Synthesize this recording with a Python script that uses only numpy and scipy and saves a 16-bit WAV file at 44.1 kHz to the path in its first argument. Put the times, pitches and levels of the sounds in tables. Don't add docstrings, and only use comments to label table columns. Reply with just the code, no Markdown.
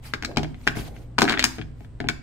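import sys
import numpy as np
from scipy import signal
from scipy.fft import rfft, irfft
from scipy.io import wavfile
from scipy.ndimage import uniform_filter1d

SR = 44100
rng = np.random.default_rng(int(sys.argv[2]) if len(sys.argv) > 2 else 0)


def wrap_up_sound(samples):
    columns = np.atleast_2d(samples).T
    tamed = np.clip(columns, -1, 1)
    steps = np.round(tamed * 32767).astype(np.int16)
    wavfile.write(sys.argv[1], SR, steps)


def rack_gain(trim_db):
    fader = np.asarray(trim_db, float)
    return 10 ** (fader / 20)


N = 98166


def evened(x):
    return x / np.sqrt(np.mean(x ** 2) + 1e-20)


def read(points, hz):
    f, value = np.transpose(points)
    return np.interp(np.log(hz + 1), np.log(f + 1), value)


def add(mix, s, sound):
    part = mix[round(s * SR):][:len(sound)]
    part += sound[:len(part)]


def noise(spectrum, patchy_db, size):
    # (frequency [Hz], likeness [-1..1])
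    likeness = [(60, 0.96), (380, 0.58), (2380, 0.16), (15000, 0.16)]
    frames = 4 * N // size + 5
    hz = np.fft.rfftfreq(size, 1 / SR)
    a, b, c, d, patches = rng.standard_normal((frames, len(hz), 5)).T
    patches = uniform_filter1d(patches, size=6, axis=0)
    patches = evened(uniform_filter1d(patches, size=8, axis=1))
    same = np.clip(read(likeness, hz), -1, 1)[:, None]
    left = a + 1j * b
    right = same * left + np.sqrt(1 - same ** 2) * (c + 1j * d)
    level = rack_gain(read(spectrum, hz)[:, None] + patchy_db * patches)
    z = np.array([left, right]) * level
    return evened(signal.istft(z, nperseg=size, noverlap=3 * size // 4)[1][:, :N])


def air():
    # (frequency [Hz], density [dB per Hz])
    hiss = [(20, -3), (120, -2.5), (170, -11), (600, -27.5), (1200, -35), (5000, -50), (6500, -56),
            (8300, -46), (10500, -70.5)]
    # (frequency [Hz], level [dB rms])
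    hum = [(58, -45.5), (119.5, -48), (245, -61.5)]
    t = np.arange(N) / SR
    out = rack_gain(-40.5) * noise(hiss, patchy_db=-0.5, size=2048)
    for hz, db in hum:
        waver = evened(uniform_filter1d(rng.standard_normal(N), size=3000))
        out = out + rack_gain(db + 4.0 + 2.86 * waver) * np.sin(2 * np.pi * hz * t + 0.27 * waver)
    return out


def rub(strokes, spectrum, size):
    t = np.arange(N) / SR
    level = np.zeros(N)
    for start, rise, hold, t60, db in strokes:
        fall_s = np.maximum(t - start - rise - hold, 0)
        level += np.clip((t - start) / rise, 0, 1) * rack_gain(db - 60 * fall_s / t60)
    return level * noise(spectrum, patchy_db=3.0, size=size)


def slides():
    # (start [s], rise [s], hold [s], release t60 [s], level [dB])
    strokes = [
        (0.019, 0.044, 0.0057, 0.27, -41),
        (0.748, 0.024, 0.01, 0.37, -35),
        (0.46, 0.024, 0.035, 0.28, -63.5),
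        (0.86, 0.012, .01, .02, -47),
        (0.935, 0.018, 0.079, .2, -59.5),
        (1.75, 0.073, 0.023, 0.21, -61),
        (1.4, 0.16, 0.0058, 0.071, -49),
        (0.55, 0.16, .01, 0.098, -49),
    ]
    # (frequency [Hz], density [dB per Hz])
    scrape = [(350, -32), (600, 1.5), (1430, -2), (1640, -6.5), (1980, 1.5), (2680, -3), (14900, -14.5),
              (16000, -23.5)]
    return rub(strokes, scrape, size=256)


def ring(modes, t, luck, detune=0.038, spread_db=0.0):
    out = 0
    for k, (hz, db, t60) in enumerate(modes):
        level = rack_gain(db + spread_db * luck[k] - 60 * t / t60)
        struck_hz = hz * (1 + detune * luck[-1 - k])
        out = out + level * np.sin(2 * np.pi * struck_hz * t + luck[k + 10])
    return out


def knock(db, hz, bright_db, luck, dice):
    # (frequency [Hz], level [dB], t60 [s])
    block = [(1400, -33.5, 0.038), (1600, -18.5, 0.047), (1805, -33.5, 0.015), (2262, -15, 0.038),
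             (3090, -26, 0.041)]
    # (frequency [Hz], level [dB])
    crack_colour = [(500, -12.5), (1000, -4), (2200, -1.5), (3400, -1), (4800, 7), (6800, 2.5),
                    (10000, -11), (16500, -19)]
    # (pitch share, overtone [dB], octave [dB])
    port_view = [(1.03, -4, -11.5), (.97, -16, -15)]
    contact_s, snap_s = 0.000706, 0.000798
    bright_from_hz, bright_full_hz = 3360, 5650
    apart = 1
    t = np.arange(len(dice)) / SR
    f = np.fft.rfftfreq(len(dice), 1 / SR)
    climb = np.log((f + 1) / bright_from_hz) / np.log(bright_full_hz / bright_from_hz)
    bright = bright_db * np.clip(climb, 0, 1)
    colour = rack_gain(read(crack_colour, f) + bright + 0.19 * bright_db)
    hits = abs(dice[:, 0]) < 4000 / SR
    taps = dice[:, 1] * hits * rack_gain(-21 - 60 * t / 0.085)
    press = np.minimum(t / contact_s, 1)
    late = np.exp(-2j * np.pi * f * snap_s)
    snap = irfft(rack_gain(15) * colour * late / (1 + (bright_from_hz / (f + 1)) ** 2), len(t))
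    snap = snap * np.sin(np.pi * np.minimum(t / (2 * snap_s), 1)) ** 2
    out = []
    for port, (share, over_db, octave_db) in enumerate(port_view, start=3):
        turn = 2 * np.pi * share * hz * (t - contact_s)
        partials = np.cos(turn) + rack_gain(over_db) * np.cos(1.301 * turn) + rack_gain(octave_db) * np.cos(1.92 * turn)
        click = rack_gain(-60 * t / 0.009) * partials
        grit = rfft(dice[:, 2]) + apart * rfft(dice[:, port]) / (1 + (f / 5500) ** 2)
        crack = irfft(grit * colour, len(t)) * rack_gain(10.5 - 60 * t / 0.016)
        body = (click + ring(block, t, luck)) * press + snap
        port_taps = taps * (1 + apart * dice[:, port])
        chatter = signal.fftconvolve(port_taps, body + 4 * snap)[:len(t)]
        out.append(body + crack * press + chatter)
    return rack_gain(db + 2.5) * np.transpose(out)


def thump(modes, db, luck):
    t = np.arange(SR // 4) / SR
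    return rack_gain(db) * (1 - np.exp(-t / 0.0035)) * ring(modes, t, luck, detune=0.03, spread_db=2.5)


def blocks(dry):
    # (time [s], peak [dB], block pitch [Hz], table thump [dB], edge brightness [dB]) single knocks,
    # # wall returns 10 ms after some (0.234, 0.684 s), and light grazes while the hand gropes and lifts
    knocks = [(0.136, -11, 1568, -18, -18.5), (0.224, -23.5, 1570, -13, -11.5),
              (0.234, -24, 1500, -8.5, -26), (0.247, -18, 1675, -14, -9.5), (0.37, -13.5, 650, -10, -12),
              (0.3729, -12.5, 2350, -6, -27), (0.431, -22, 670, -4, -14), (0.544, -37, 2080, -10.5, -25),
              (0.613, -46.5, 2150, -7, -18), (0.674, -2.5, 1742, -26, -20.5),
              (0.684, -27.5, 2200, -17.5, -32.5), (0.964, -36, 2140, -8, -39),
              (0.361, -31, 3870, -6.5, -20.5),
        (0.6685, -20, 2030, -2.5, -16.5),
        (0.7542, -35, 1870, 2.5, -20),
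        (0.768, -26.5, 700, -1.5, -28),
        (.777, -34, 1800, -2.5, -25.5),
        (0.785, -36, 2340, -0.5, -28.5),
        (0.817, -37, 2320, -6.5, -28),
        (.808, -31, 2240, -7.5, -29.5),
    ]
    # (1.226, 1.401 s)
    tumble = [(1.182, -8, 1333, -22.5, -19.5), (1.186, -7, 912, -17.5, -12.5),
              (1.195, -17.5, 944, -5.5, -20.5), (1.2071, -18.5, 2810, -17, -6.5),
              (1.218, -4, 1014, -12, -11), (1.226, -22.5, 3200, -1, -3.5), (1.2402, -16.5, 1663, -4, -11.5),
              (1.252, -16, 783, -14, -27), (1.278, -10, 1568, -21, -26), (1.2852, -11, 1675, -9.5, -22.5),
              (1.2943, -11, 1580, -25, -13.5), (1.307, -15.5, 1490, -14, -16.5),
              (1.311, -15, 895, -16, -19.5), (1.322, -11.5, 1572, -42, -17),
              (1.3387, -14, 1433, -17, -25.5), (1.371, -21.5, 1277, -21.5, -37.5),
              (1.374, -12.5, 1743, -17.5, -30.5), (1.385, -26, 1600, -13, -12),
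              (1.393, -6.5, 2036, -42.5, -14.5), (1.401, -17, 2296, -20, -33.5),
              (1.425, -13.5, 2413, -31.5, -15), (1.44, -5.5, 1730, -18.5, -3.5),
              (1.449, -20, 1780, -13, -1)]
    settle = [
        (1.583, -29, 1763, 0, -17.5),
        (1.6134, -26, 2500, -22.5, -24),
        (1.806, -47.5, 1720, 5, -13),
        (1.846, -39.5, 1740, -14, -28),
        (2.002, -20.5, 1600, -4.5, -21),
        (2.0414, -33, 1510, 4, -30.5),
        (2.0861, -11.5, 3450, -19.5, -10.5),
    ]
    # (0.382, 2.011, 2.096 s)
    rattles = [(.143, -25.5, 2390, -14, -29), (0.25, -17.5, 4100, -21, -34), (.314, -33.5, 845, -26, -30.5),
               (0.382, -23, 4130, -19, -46), (.386, -22, 1430, -17, -31.5), (0.393, -33, 3280, 7, -16.5),
               (.434, -29.5, 2185, -13, -15), (0.445, -27, 1700, -3.5, -31.5),
               (.693, -28.5, 1837, -11, -28.5), (1.19, -18, 2847, -18.5, -26.5),
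               (1.222, -14.5, 763, -6, -17.5), (1.233, -22, 914, -9, -25.5),
               (1.275, -24, 1280, -17.5, -34.5), (1.289, -17, 1717, -10.5, -17.5),
               (1.296, -14.5, 3190, -26, -19.5), (1.302, -14, 980, -20, -23),
               (1.316, -24.5, 1740, -2.5, -14), (1.328, -16, 1720, -14, -19),
               (1.344, -21.5, 1484, -18, -29), (1.349, -21, 1600, -12, -29), (1.358, -34.5, 1518, -14, -24),
               (1.399, -16, 3560, -31.5, -22.5), (1.41, -20, 2404, -21.5, -20),
               (1.416, -26, 3370, -9, -21.5), (1.456, -19.5, 1800, -21.5, -9.5),
               (1.589, -30, 1600, -15.5, -30), (1.592, -32, 1490, -5, -40),
               (1.617, -29.5, 1600, -22, -27.5), (1.622, -39, 3210, -11, -37),
               (2.011, -30.5, 1600, -6, -31), (2.05, -43, 2220, -2, -33.5), (2.062, -39.5, 897, 0, -33),
               (2.07, -35, 2200, 3, -32), (2.088, -9.5, 1630, -19, -24), (2.096, -22.5, 3650, -12, -24.5),
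               (2.103, -27, 1600, -26, -31)]
    # (frequency [Hz], level [dB], t60 [s])
    table = [(160.5, -8, 0.069), (246.7, -1.5, 0.094), (260.9, -4, 0.11), (306.5, -2.5, 0.087),
             (370, -7, 0.082), (410.8, -5.5, 0.092), (693.3, -3, 0.065), (751, -0.5, 0.034),
             (828, -11.5, 0.082), (960, -2, 0.014)]
    for s, db, hz, thump_db, bright_db in knocks + tumble + settle + rattles:
        own, other = rng.standard_normal((2, 24))
        click = knock(db, hz, bright_db, own, rng.uniform(-1, 1, (4000, 5)))
        add(dry, s + 0.00034, click)
        lucks = own, own + 0.7 * other
        boom = [thump(table, db + thump_db + 2, luck) for luck in lucks]
        add(dry, s, np.transpose(boom))


def jolts(dry):
    # (time [s], level [dB])
    blows = [
        (0.251, -37),
        (0.37, -16),
        (0.43, -26),
        (0.674, -22.5),
        (0.769, -23),
        (1.192, -28.5),
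        (1.593, -27),
        (2.005, -22),
        (2.05, -25.5),
        (2.073, -30.5),
    ]
    # (frequency [Hz], level [dB], t60 [s])
    frame = [(49.7, -11.5, 0.49), (83.1, -6.5, 0.23), (108.9, 0.5, 0.088), (154, -4, 0.18)]
    for s, db in blows:
        add(dry, s, thump(frame, db, rng.standard_normal(24))[:, None])


def drags():
    # (start [s], rise [s], hold [s], release t60 [s], level [dB])
    strokes = [
        (.27, 0.0256, 0.026, .3, -34.5),
        (.76, 0.015, 0.16, 0.99, -44.5),
    ]
    # (frequency [Hz], density [dB per Hz])
    skin = [(120, -3), (250, 4.5), (800, -3), (1500, -44)]
    return rub(strokes, skin, size=1024)


def wall(x):
    # (delay [s], level [dB])
    echoes = [(.0094, -10.5), (.0098, -11.5)]
    return np.array([rack_gain(db) * np.pad(x, (round(s * SR), 0))[:N] for s, db in echoes])


def ports(x):
    # (frequency [Hz], left over right [dB])
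    lean_points = [(60, 3), (300, 8.5), (700, 1), (1400, 1.5), (2800, 3), (5000, 6), (14000, 1)]
    # (frequency [Hz], left leads by [radians])
    lead_points = [(60, 0), (1500, 0), (2300, -1.6), (3400, -2.4), (4700, -2.6), (6000, -5.6), (8000, -6.2),
                   (16000, -6.3)]
    hz = np.fft.rfftfreq(N, 1 / SR)
    lean = rack_gain(0.5 * read(lean_points, hz))
    lead = np.exp(1j * read(lead_points, hz))
    return irfft(rfft(x) * np.array([lean * lead, 1 / lean]), N)


def room(x):
    # (frequency [Hz], t60 [s])
    decay = [(150, 0.6), (400, 0.36), (1000, .35), (3000, 0.44), (8000, 0.29), (14000, 0.29)]
    # (frequency [Hz], level [dB])
    tone = [(300, 10.5), (1200, 6), (3000, -2.5), (8000, 7), (14000, 7.5)]
    taps = np.zeros((2, SR))
    at = np.arange(200, SR - 20, 20) + rng.integers(0, 20, (2, (SR - 201) // 20))
    np.put_along_axis(taps, at, rng.choice([-1., 1.], at.shape), 1)
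    hz, t, z = signal.stft(taps, SR, nperseg=256)
    level = rack_gain(read(tone, hz)[:, None] - 60 * t / read(decay, hz)[:, None])
    tail = signal.istft(z * level, SR, nperseg=256)[1]
    return signal.fftconvolve(x[None], tail / np.linalg.norm(tail[0]), axes=1)[:, :N]


def scene():
    floor = air() + slides() + drags()
    dry = np.zeros((N, 2))
    blocks(dry)
    jolts(dry)
    middle = dry.mean(1)
    return ports(dry.T + wall(middle)) + rack_gain(-9) * room(middle) + floor


def roll_off(x):
    return signal.sosfilt(signal.butter(12, 16460, fs=SR, output="sos"), x)


def record(dry):
    clipped = 0.79 * np.clip(dry, -1, 1)
    lowpass = signal.firwin(255, 15800, fs=SR)
    band = signal.oaconvolve(clipped, lowpass[None], "same")
    return roll_off(band)


dry = scene()
out = record(dry)
wrap_up_sound(out)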